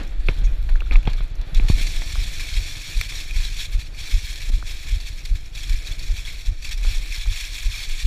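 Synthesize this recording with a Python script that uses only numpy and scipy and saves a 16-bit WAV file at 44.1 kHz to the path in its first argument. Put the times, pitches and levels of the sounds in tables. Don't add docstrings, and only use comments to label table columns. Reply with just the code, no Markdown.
import sys
import numpy as np
from scipy import signal
from scipy.fft import rfft, irfft
from scipy.io import wavfile
from scipy.ndimage import uniform_filter1d, map_coordinates

SR = 44100
rng = np.random.default_rng(int(sys.argv[2]) if len(sys.argv) > 2 else 0)


def generate_wav(signal):
    frames = np.transpose(np.atleast_2d(signal))
    scaled = np.clip(frames, -1, 1) * 32767
    pcm = np.round(scaled).astype(np.int16)
    wavfile.write(sys.argv[1], SR, pcm)


def gain_from_db(level_db):
    decades = np.asarray(level_db, float) / 20
    return 10 ** decades


N = 355446
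HZ = np.fft.rfftfreq(N, 1 / SR)
TIME = np.arange(N) / SR
LANDING_S = 1.67

# pitch_hz, width_hz, level_db
HOUSING_MODES = [(1150, 820, -15), (1718, 260, -4), (1835, 48, -4), (2353, 530, 3.5), (2525, 680, -6),
                 (3423, 510, 2), (3954, 650, 1), (4427, 215, 3.5), (5230, 620, -2.5), (5655, 227, 1),
                 (6260, 840, -8), (6850, 220, -8.5), (7480, 120, -15), (7280, 1820, -13), (8700, 340, -17),
                 (9440, 460, -18.5), (10800, 2050, -21.5), (12600, 1000, -23), (14260, 1150, -24.5)]


def unit(x):
    return x / np.sqrt(np.mean(x ** 2))


def causal(x, gain):
    cepstrum = irfft(np.log(gain + 1e-7), N)
    cepstrum[1:N // 2] *= 2
    cepstrum[N // 2 + 1:] = 0
    return irfft(rfft(x) * np.exp(rfft(cepstrum)), N)


def peaks(modes):
    power = 0
    for hz, width, db in modes:
        power = power + (gain_from_db(db) / (1 + (2 * (HZ - hz) / width) ** 2)) ** 2
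    return np.sqrt(power)


def shaped(points, push):
    hz, db = np.transpose(points)
    return unit(causal(push, gain_from_db(np.interp(np.log(HZ + 1), np.log(hz), db, -80, -80))))


def walk(rate):
    hold = int(SR / rate)
    steps = np.repeat(rng.standard_normal(3000), hold)[:N]
    return unit(uniform_filter1d(steps, hold))


def curve(table):
    s, level = np.transpose(table)
    return np.interp(TIME, s, level)


def add(out, s, shape):
    i = max(int(s * SR), 0)
    out[i:i + len(shape)] += shape[:N - i]


def crackle(per_second, spread_db):
    hits = rng.random(N) < per_second / SR
    size_db = spread_db * np.minimum(rng.exponential(size=N), 4)
    return unit(hits * rng.standard_normal(N) * gain_from_db(size_db))


def steady(x, seconds):
    return unit(x / np.sqrt(uniform_filter1d(x ** 2, int(seconds * SR)) + 0.082))


def ping(out, s, db, hz, t60):
    t = TIME[:SR // 16]
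    add(out, s, np.minimum(t / 0.00055, 1) * gain_from_db(db - 60 * t / t60) * np.sin(2 * np.pi * hz * t))


def bright_cracks(moments):
    burst, t = np.zeros(N), TIME[:SR // 16]
    for s, db in moments:
        add(burst, s, gain_from_db(db - 60 * t / 0.034))
    colour = peaks([(5650, 960, 0), (6860, 1500, -4), (9700, 3600, -13), (13000, 3000, -14)])
    return causal(burst * rng.standard_normal(N), unit(colour))


def swing(hz, half, lean):
    t = TIME[:SR // 5] - .1
    return -np.exp(-(t / half) ** 2) * np.cos(2 * np.pi * hz * t + lean)


def bare_patches():
    # start_s, length_s, change_db
    patches = [(7.749, 0.019, 6), (7.903, 0.094, -3), (5.1, 0.072, 1), (5.29, 0.047, -3), (2.03, 0.035, -3),
               (2.29, 0.043, -0.5), (3.061, 0.065, -5), (3.214, 0.13, -3.5), (3.476, 0.07, -2.5),
               (3.657, 0.33, -9.5), (3.873, 0.077, -6), (4.195, 0.038, -4.5), (4.494, 0.035, -10),
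               (4.559, 0.11, -5), (4.789, 0.018, 6), (5.373, 0.2, -0.5), (5.77, .07, -0.5),
               (5.956, 0.036, -7), (6.08, 0.082, -2), (6.417, 0.045, -5.5), (6.49, 0.14, -9),
               (6.74, 0.039, -12.5), (6.771, 0.067, -6), (5.485, 0.063, -7), (6.97, 0.14, -2.5),
               (7.218, 0.089, -4.5), (7.48, 0.057, -3.5), (7.659, 0.05, -5.5), (7.854, 0.045, -7.5),
               (8.023, 0.038, -8)]
    leave_s, reentry_s = 0.021, 0.015
    change_db = np.zeros(N)
    for s, length, db in patches:
        t = TIME[:int(length * SR)]
        add(change_db, s, db * np.clip(np.minimum(t / leave_s, (length - t) / reentry_s), 0, 1))
    return change_db


def leaf_heaps():
    # start_s, level_db, held_s
    heap_table = [(1.542, -37, 0.029), (.858, -49, 0.018), (1.172, -45, 0.015), (1.682, -31, 0.015),
                  (1.555, -45, 0.025), (3.4, -37, 0.04), (4.29, -37.5, 0.018), (1.778, -34, 0.022),
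                  (1.811, -31.5, 0.014), (4.705, -38.5, 0.011), (4.826, -40.5, .008), (4.882, -37, 0.01),
                  (4.94, -40, .015), (4.755, -49.5, 0.029), (7.62, -43, 0.037), (3.145, -37.5, 0.023),
                  (3.033, -36, 0.011), (2.87, -44.5, 0.013), (2.394, -34, 0.011), (2.56, -36, .02),
                  (3.088, -34, 0.012), (3.2, -37, .006), (3.44, -36, 0.01), (3.59, -34, 0.031),
                  (3.718, -39.5, 0.026), (3.79, -38.5, 0.023), (4.11, -36, 0.0088), (4.67, -39.5, 0.037),
                  (4.855, -42, 0.079), (5.0, -39, 0.0055), (5.06, -37, 0.022), (5.17, -43, 0.021),
                  (5.25, -37, 0.0041), (5.35, -42, 0.014), (5.692, -34, 0.0032), (5.86, -39.5, 0.02),
                  (6.16, -39.5, 0.034), (6.248, -39, 0.041), (6.644, -36, 0.011), (6.709, -34.5, 0.016),
                  (7.4, -34, 0.011), (7.12, -38.5, 0.039), (7.354, -35.5, 0.027), (7.54, -37, 0.018),
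                  (7.995, -46, 0.015)]
    # start_s, level_db
    clump_table = [(6.776, -45), (.27, -45), (.44, -42.5), (.93, -45), (1.41, -46), (1.867, -32),
                   (1.958, -35), (2.12, -33.5), (2.235, -36), (2.486, -33.5), (2.62, -44), (2.971, -34.5),
                   (3.2035, -38), (3.36, -37), (3.946, -60), (3.988, -48), (4.356, -49), (4.415, -36),
                   (4.517, -41), (4.913, -54), (5.292, -44), (5.55, -41), (5.575, -37), (5.63, -34.5),
                   (5.729, -40), (5.92, -44), (5.99, -38), (6.457, -40), (6.874, -37), (7.721, -34.5)]
    events = [(s, db, held, 0.0021 + 0.13 * held) for s, db, held in heap_table]
    events += [(s, db, 0.0016, 0.003) for s, db in clump_table]
    power, t, fade_t60_s = np.zeros(N), TIME[:SR // 6], 0.089
    for s, db, held, rise in events:
        fade_db = 60 * np.maximum(t - rise - held, 0) / fade_t60_s
        add(power, s, np.minimum(t / rise, 1) * gain_from_db(db - fade_db) ** 2)
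    return power


def leaves():
    # start_s, crackle_db
    litter = [(0.0, -47.5), (0.18, -56), (0.3, -45.5), (0.6, -53.5), (0.88, -53.5), (1.12, -47),
              (1.35, -54), (1.66, -48), (1.72, -37), (2.4, -36.5), (3.6, -37), (4.2, -37.5), (4.9, -44),
              (5.5, -48.5), (5.58, -40), (6.5, -42), (6.9, -36.5), (8.06, -34.5)]
    litter_db, bare_db, heaps = curve(litter), bare_patches(), leaf_heaps()
    bed = gain_from_db(litter_db + bare_db + 0.12 * walk(30) + 1.06 * walk(90)) ** 2

    on_dirt = np.clip((TIME - LANDING_S) / 0.12 + 1, 0, 1)
    plank_sheen_db, leaf_sheen_db = -13.5, -8.5
    bright_db = plank_sheen_db + (leaf_sheen_db - plank_sheen_db) * on_dirt
    bright_db = bright_db + 0.06 * bare_db + 0.05 * (litter_db + 42.5) * on_dirt

    fine = crackle(per_second=10000, spread_db=-0.04)
    coarse = crackle(per_second=2500, spread_db=1.0)
    spectrum = rfft(causal(fine + gain_from_db(-13.5) * coarse, peaks(HOUSING_MODES)))
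    top = 1 / (1 + (6500 / (HZ + 1)) ** 8)

    body, edges = 0, [0, 1500, 2050, 2450, 2950, 3750, 4200, 4800, 5400, SR]
    for lo, hi in zip(edges, edges[1:]):
        dull_db = -7.5 * (1 - on_dirt) * np.clip((hi - 4200) / 1600, 0, 1)
        band = irfft(spectrum * (1 - top) * (HZ >= lo) * (HZ < hi), N)
        body = body + band * gain_from_db(dull_db + 1.23 * walk(200) + 0.74 * walk(25))
    drift = np.cumsum(.013 * walk(35))
    body = map_coordinates(body, [np.arange(N) + drift], mode="mirror")

    under = 1 / (1 + (HZ / 8500) ** 8)
    over = 1 / (1 + (12000 / (HZ + 1)) ** 8)
    sheen = 0
    for share in (under, 1 - under - over, over):
        flicker_db = (0.7 + 2.2 * (1 - on_dirt)) * walk(40)
        sheen = sheen + irfft(spectrum * top * share, N) * gain_from_db(flicker_db)
    sheen = unit(sheen) * gain_from_db(bright_db + 0.32)
    heap_sheen = heaps * gain_from_db(-0.5) ** 2
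    return np.sqrt(bed + heaps) * unit(body) + np.sqrt(bed + heap_sheen) * sheen


def drone(load_db):
    # pitch_hz, level_db (per Hz)
    spectrum = [(120, -40), (200, -1), (240, -4.5), (310, 2), (380, -5.5), (700, -7), (1000, -14),
                (1600, -9), (4000, -19.5), (15000, -54)]
    boom_db = 19 * gain_from_db(-60 * TIME / 0.43)
    return shaped(spectrum, rng.standard_normal(N)) * gain_from_db(-54 + load_db + boom_db + 1.36 * walk(25))


def strap_sway(bumps):
    # pitch_hz, level_db (per Hz)
    spectrum = [(7, -14), (14, -3), (24, 0), (38, -4), (55, -13), (75, -26), (110, -50)]
    # start_s, jolt_db
    jolts = [(0.0, -24.5), (0.45, -17.5), (0.95, -20.5), (1.1, -18.5), (1.25, -24), (1.45, -29.5),
             (1.7, -15.5), (1.85, -22.5), (2.55, -24), (2.9, -34), (3.4, -21.5), (3.85, -29.5),
             (4.7, -24.5), (5.5, -28.5), (5.9, -23.5), (6.4, -29), (6.9, -21), (7.5, -29), (8.06, -30)]
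    return steady(shaped(spectrum, bumps), .09) * gain_from_db(curve(jolts) - 1.5)


def frame_rumble(bumps, load_db):
    # pitch_hz, level_db (per Hz)
    spectrum = [(35, -44), (55, -4), (80, 2.5), (120, -2.5), (170, -11), (230, -26.5)]
    return steady(shaped(spectrum, bumps), 0.22) * gain_from_db(-45.5 + 1.32 * load_db)


def grit():
    amount = np.interp(TIME, [0, .45, 1.1, LANDING_S], [0.21, 1, 0.4, 0.67])
    specks = crackle(per_second=1000, spread_db=3.0) * amount * gain_from_db(3.0 * walk(30))
    return gain_from_db(-67.5) * causal(specks, unit(peaks([(10800, 1300, -1), (12900, 1800, -6)])))


def mount_rings():
    # start_s, peak_db, pitch_hz, t60_s
    ring_table = [(1.073, -27, 3300, .03), (1.0725, -26, 1900, .012), (1.095, -32, 3300, .03),
                  (1.104, -38, 4400, .04), (1.133, -32, 4300, .02), (1.134, -33, 2300, .025),
                  (1.134, -36, 1700, .03), (1.117, -38, 2300, .03), (1.100, -36, 2300, .015),
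                  (1.083, -33, 2250, .02), (1.09, -35, 2300, .015), (1.057, -36, 2800, .015),
                  (.265, -41, 4450, .06), (.2865, -24, 1550, .015), (.470, -38, 2450, .09),
                  (.416, -38, 3350, .02), (.296, -48, 6400, .03), (3.012, -28, 1400, .012),
                  (1.700, -27, 1150, .015), (.004, -40, 650, .08), (.868, -38, 1400, .03),
                  (.857, -41, 1600, .02), (.698, -39, 1500, .03), (.84, -41, 3600, .03),
                  (.965, -41, 6900, .02), (1.181, -38, 1250, .02), (1.19, -39, 1500, .02),
                  (1.183, -39, 3700, .03), (1.162, -38, 2300, .02), (.290, -28, 2200, .02),
                  (.937, -42, 7100, .02), (1.686, -27, 2900, .015)]
    out = np.zeros(N)
    for s, db, hz, t60 in ring_table:
        ping(out, s, db, hz, t60)
    return out


def knocks():
    # start_s, peak_db, pitch_hz, t60_s
    knock_table = [(.2893, -11, 65, .04), (1.0762, -7, 80, .03), (1.7002, -1, 58, .035),
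                   (.012, -28, 200, .04), (.2865, -15, 300, .03), (.2875, -26, 750, .012),
                   (.289, -22, 470, .03), (1.0765, -23, 330, .025), (1.7005, -19, 110, .03),
                   (.42, -24, 80, .06), (.820, -30, 300, .02), (.913, -24, 200, .02),
                   (.958, -24, 700, .012), (1.069, -29, 500, .012), (1.204, -26, 80, .06),
                   (1.0745, -20, 500, .02), (1.6985, -22, 560, .014), (1.712, -36, 700, .01),
                   (1.077, -22, 640, .025), (1.067, -31, 900, .012), (1.648, -34, 500, .012),
                   (1.598, -22, 180, .03), (1.81, -27, 150, .03), (2.155, -34, 550, .012),
                   (4.494, -35, 450, .012), (4.5, -30, 150, .03), (4.626, -32, 850, .012),
                   (4.628, -36, 250, .02), (6.848, -35, 300, .012), (7.26, -36, 600, .01)]
    out, shudder, t = np.zeros(N), np.zeros(N), TIME[:SR // 8]
    for s, db, hz, t60 in knock_table:
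        turns = hz * t + .55 * (1 - np.exp(-t * hz / .55))
        add(out, s, -gain_from_db(db - 60 * t / t60) * np.sin(2 * np.pi * turns))
        shudder_db = np.minimum(db, -14) - 12 - 9 * (hz < 160)
        add(shudder, s, gain_from_db(shudder_db - 60 * t / 0.02))
    wood = peaks([(453, 1400, -9), (700, 430, 7.0), (1520, 2900, -8.5)])
    return out + causal(shudder * crackle(per_second=11000, spread_db=5.0), unit(wood))


def grit_ticks():
    # start_s, peak_db
    tick_table = [(0.0328, -41), (0.0747, -42.5), (0.1974, -54), (0.2668, -47), (0.3641, -49), (0.388, -44),
                  (0.5147, -51), (0.5352, -54), (0.6799, -52), (0.9268, -47), (0.9373, -42), (0.9652, -42),
                  (1.0286, -45), (1.052, -48), (1.0999, -43), (1.1657, -53), (1.279, -48), (1.3538, -46),
                  (1.6067, -43)]
    return bright_cracks([(s, db - 4.5) for s, db in tick_table])


def taps():
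    # start_s, peak_db, ring_hz, rattle_db (beside the peak)
    tap_table = [(0.1212, -42.5, 1770, 4), (.2862, -36, 4200, -20), (0.2856, -8, 2450, -16.5),
                 (0.6903, -37.5, 3440, 6), (0.7562, -23.5, 1630, -12), (0.8054, -20.5, 2670, -16),
                 (0.8193, -25.5, 1340, -47), (0.9105, -15, 2400, -18), (0.921, -34, 1500, 6),
                 (.928, -37, 1300, 5.5), (0.9566, -13, 2370, -21), (1.0298, -31, 2400, -21),
                 (1.053, -27.5, 2700, -10), (1.073, -20, 2490, -5.5), (1.206, -31, 1230, -4),
                 (1.4122, -51, 1150, -2), (1.5974, -18, 2400, -13.5), (1.6845, -29, 2170, -2),
                 (2.0183, -22.5, 2070, -9), (3.0124, -12.5, 2250, -25), (3.1232, -22, 2216, -24),
                 (4.626, -27, 1360, -27), (5.255, -43, 2460, -15), (7.259, -32, 1210, -9),
                 (6.848, -33, 1280, -3), (4.496, -47, 1230, -6), (2.155, -29, 1190, -7)]
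    out, rattle, t = np.zeros(N), np.zeros(N), TIME[:SR // 20]
    for s, db, hz, rattle_db in tap_table:
        ring = np.sin(2 * np.pi * hz * t) * np.minimum(.6 + t / .003, 1)
        add(out, s + .0003, gain_from_db(db - 1.5) / (1 + (t / .0017) ** 6) * ring)
        fade = 0.22 * gain_from_db(-60 * t / 0.31) + 0.47 * gain_from_db(-60 * t / 0.033)
        add(rattle, s, gain_from_db(db + rattle_db) * fade)
    dull = (peaks(HOUSING_MODES) + 1.13 / (1 + (HZ / 1600) ** 4)) / (1 + (HZ / 4600) ** 6)
    rattle = causal(rattle * crackle(per_second=12000, spread_db=0.0), unit(dull))
    return causal(out, 1 / (1 + (HZ / 6000) ** 3)) + rattle


def lurches():
    # start_s, level_db, pitch_hz, half_length_s
    lurch_table = [(0.2, -12.5, 33.8, 0.015), (0.253, -14, 25, 0.027), (0.29, -16, 25, 0.021),
                   (0.461, -9, 38, 0.04), (0.527, -6, 27, 0.019), (0.662, -11.5, 23.8, 0.022),
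                   (0.737, -4, 27, 0.038), (0.916, -6, 26, 0.012), (0.967, -3, 28.6, 0.031),
                   (1.106, -21, 33.2, 0.015), (1.145, -12, 25.5, 0.033), (1.236, -13, 29.7, 0.024),
                   (1.399, -13.5, 33, 0.016), (1.58, -3, 28, 0.023), (1.635, -4, 25.8, 0.022),
                   (1.74, -3.5, 25.2, 0.017), (1.834, -10.5, 23.7, 0.038), (1.97, -11.5, 23, 0.022),
                   (3.396, -18, 24.4, 0.044), (4.506, -13.5, 29.2, 0.027), (4.571, -15, 40, 0.0044),
                   (5.744, -12, 23.8, 0.025), (6.818, -18, 37, 0.044), (6.971, -12, 22, 0.018),
                   (7.921, -15.5, 22.6, 0.044)]
    out = np.zeros(N)
    for s, db, hz, half in lurch_table:
        add(out, s - .1, gain_from_db(db) * swing(hz, half, 0))
    return out


def squeak():
    # (pitch_hz, width_hz, level_db)
    rub = (0.022, -45.5, [(6430, 520, -5), (5650, 200, -3), (8200, 1400, -22)])
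    length, db, modes = rub
    start_s = .438
    gate = np.clip((TIME - start_s) / 0.0031, 0, 1)
    gate = gate * np.clip((start_s + length - TIME) / 0.015 + 1, 0, 1)
    return gain_from_db(db) * gate * unit(causal(rng.standard_normal(N), peaks(modes)))


def twigs():
    # start_s, peak_db
    twig_table = [(1.414, -35), (.58, -54), (0.627, -39), (.698, -38), (.759, -38), (0.933, -40),
                  (0.803, -35), (1.133, -29), (1.547, -23), (3.0115, -15), (3.31, -31), (3.989, -34),
                  (4.357, -28), (5.257, -24), (5.55, -33), (6.777, -30), (3.947, -49), (5.729, -31),
                  (6.276, -32), (6.830, -43)]
    # start_s, peak_db
    split_table = [
        (3.0117, -23),
        (.8045, -43),
        (.6265, -45),
        (1.1335, -48),
        (1.547, -42),
        (.699, -52),
        (1.055, -52),
        (1.279, -52),
    ]
    burst, split, t = np.zeros(N), np.zeros(N), TIME[:SR // 50]
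    for s, db in twig_table:
        add(burst, s, gain_from_db(db - 7) / (1 + (t / .0022) ** 3))
    for s, db in split_table:
        add(split, s, gain_from_db(db) / (1 + (t / 0.0017) ** 4))
    bright = 1 / (1 + (9000 / (HZ + 1)) ** 4)
    colour = peaks(HOUSING_MODES) * (1.1 + HZ / 3000) + 0.18 / (1 + (HZ / 14000) ** 6)
    splinters = causal(burst * rng.standard_normal(N), unit(colour))
    return causal(split * rng.standard_normal(N), bright) + splinters


def leaf_snaps():
    # start_s, peak_db, pitch_hz
    snap_table = [(1.7833, -16, 2300), (2.1196, -29, 2600), (2.395, -20, 2290), (2.4573, -29, 4500),
                  (2.4862, -23, 2230), (2.538, -17, 4400), (3.0889, -25, 2500), (3.2035, -18, 2500),
                  (3.3088, -12, 2450), (3.4504, -10, 3960), (3.9464, -24, 2370), (3.9878, -38, 3550),
                  (4.0976, -30, 3900), (4.117, -19, 3460), (4.2448, -21, 3960), (4.3572, -18, 4200),
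                  (4.4149, -24, 2530), (4.6648, -27, 2250), (4.9127, -23, 2300), (5.003, -21, 4450),
                  (5.0584, -27, 3760), (5.0729, -24, 2290), (5.257, -37, 2370), (5.2919, -29, 2280),
                  (5.534, -29, 3420), (5.5503, -22, 3854), (5.5732, -19, 3340), (5.6974, -19, 2350),
                  (5.73, -27, 2400), (5.8493, -22, 2460), (5.8702, -15, 3840), (5.9203, -16.5, 3470),
                  (5.9943, -22, 4520), (6.1669, -18, 2300), (6.2514, -16, 3360), (6.2766, -14.5, 2250),
                  (6.6479, -19, 2470), (6.6797, -21, 2390), (6.7176, -25, 2500), (6.7765, -27, 2340),
                  (6.8304, -17, 2480), (7.123, -13, 2500), (7.3008, -20, 3330), (7.439, -14, 2480),
                  (7.7124, -24, 3590), (7.7917, -19, 3280), (7.888, -22, 2300), (7.9987, -15, 2370)]
    out, level_db = np.zeros(N), -11.5
    for s, db, hz in snap_table:
        ping(out, s, db + level_db, hz, 0.035)
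    return out + bright_cracks([(s, db + level_db - 16) for s, db, _ in snap_table])


def pulse():
    # start_s, level_db
    beats = [(2.186, -13.5), (2.576, -12.5), (2.972, -12.5), (3.364, -13), (3.752, -11), (4.144, -9.5),
             (4.541, -11), (4.93, -11), (5.318, -10.5), (5.709, -12.5), (6.105, -12), (6.487, -10),
             (6.878, -11), (7.279, -11), (7.663, -13), (8.0535, -9.5)]
    out = np.zeros(N)
    for s, db in beats:
        add(out, s - .095, gain_from_db(db + 2) * swing(34, .018, 1.05))
        add(out, s - .102, gain_from_db(db - 16.5) * swing(83, 0.013, -1.3))
        add(out, s - .106, gain_from_db(db - 29) * swing(139, .006, 0))
        add(out, s - .064, gain_from_db(db - 7.0) * swing(59.0, 0.007, 0.32))
    return out


def scene():
    # start_s, load_db
    load = [(0.0, 1), (0.2, 1), (0.43, 7.5), (0.8, -1.5), (1.0, 8), (1.35, 2.5), (1.62, 10.5), (1.95, 4.5),
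            (3.4, 0.5), (4.55, 0.5), (5.5, 0), (6.0, 3), (6.6, -2.5), (6.9, 1.5), (7.4, -5), (7.9, 0),
            (8.06, -8)]
    load_db = curve(load)
    bumps = crackle(per_second=160, spread_db=.8)
    ground = leaves() + drone(load_db) + grit() + grit_ticks() + twigs() + leaf_snaps()
    bike = frame_rumble(bumps, load_db) + knocks()
    mount = strap_sway(bumps) + mount_rings() + taps() + lurches() + squeak() + pulse()
    return (ground + bike + mount)[None]


def roll_off(x):
    return signal.sosfilt(signal.butter(12, 15530, fs=SR, output="sos"), x)


def record(dry):
    cut = signal.ellip(10, .3, 60, 15350, fs=SR, output="sos")
    mix = signal.sosfilt(cut, dry)
    return roll_off(mix)


dry = scene()
out = record(dry)
generate_wav(out)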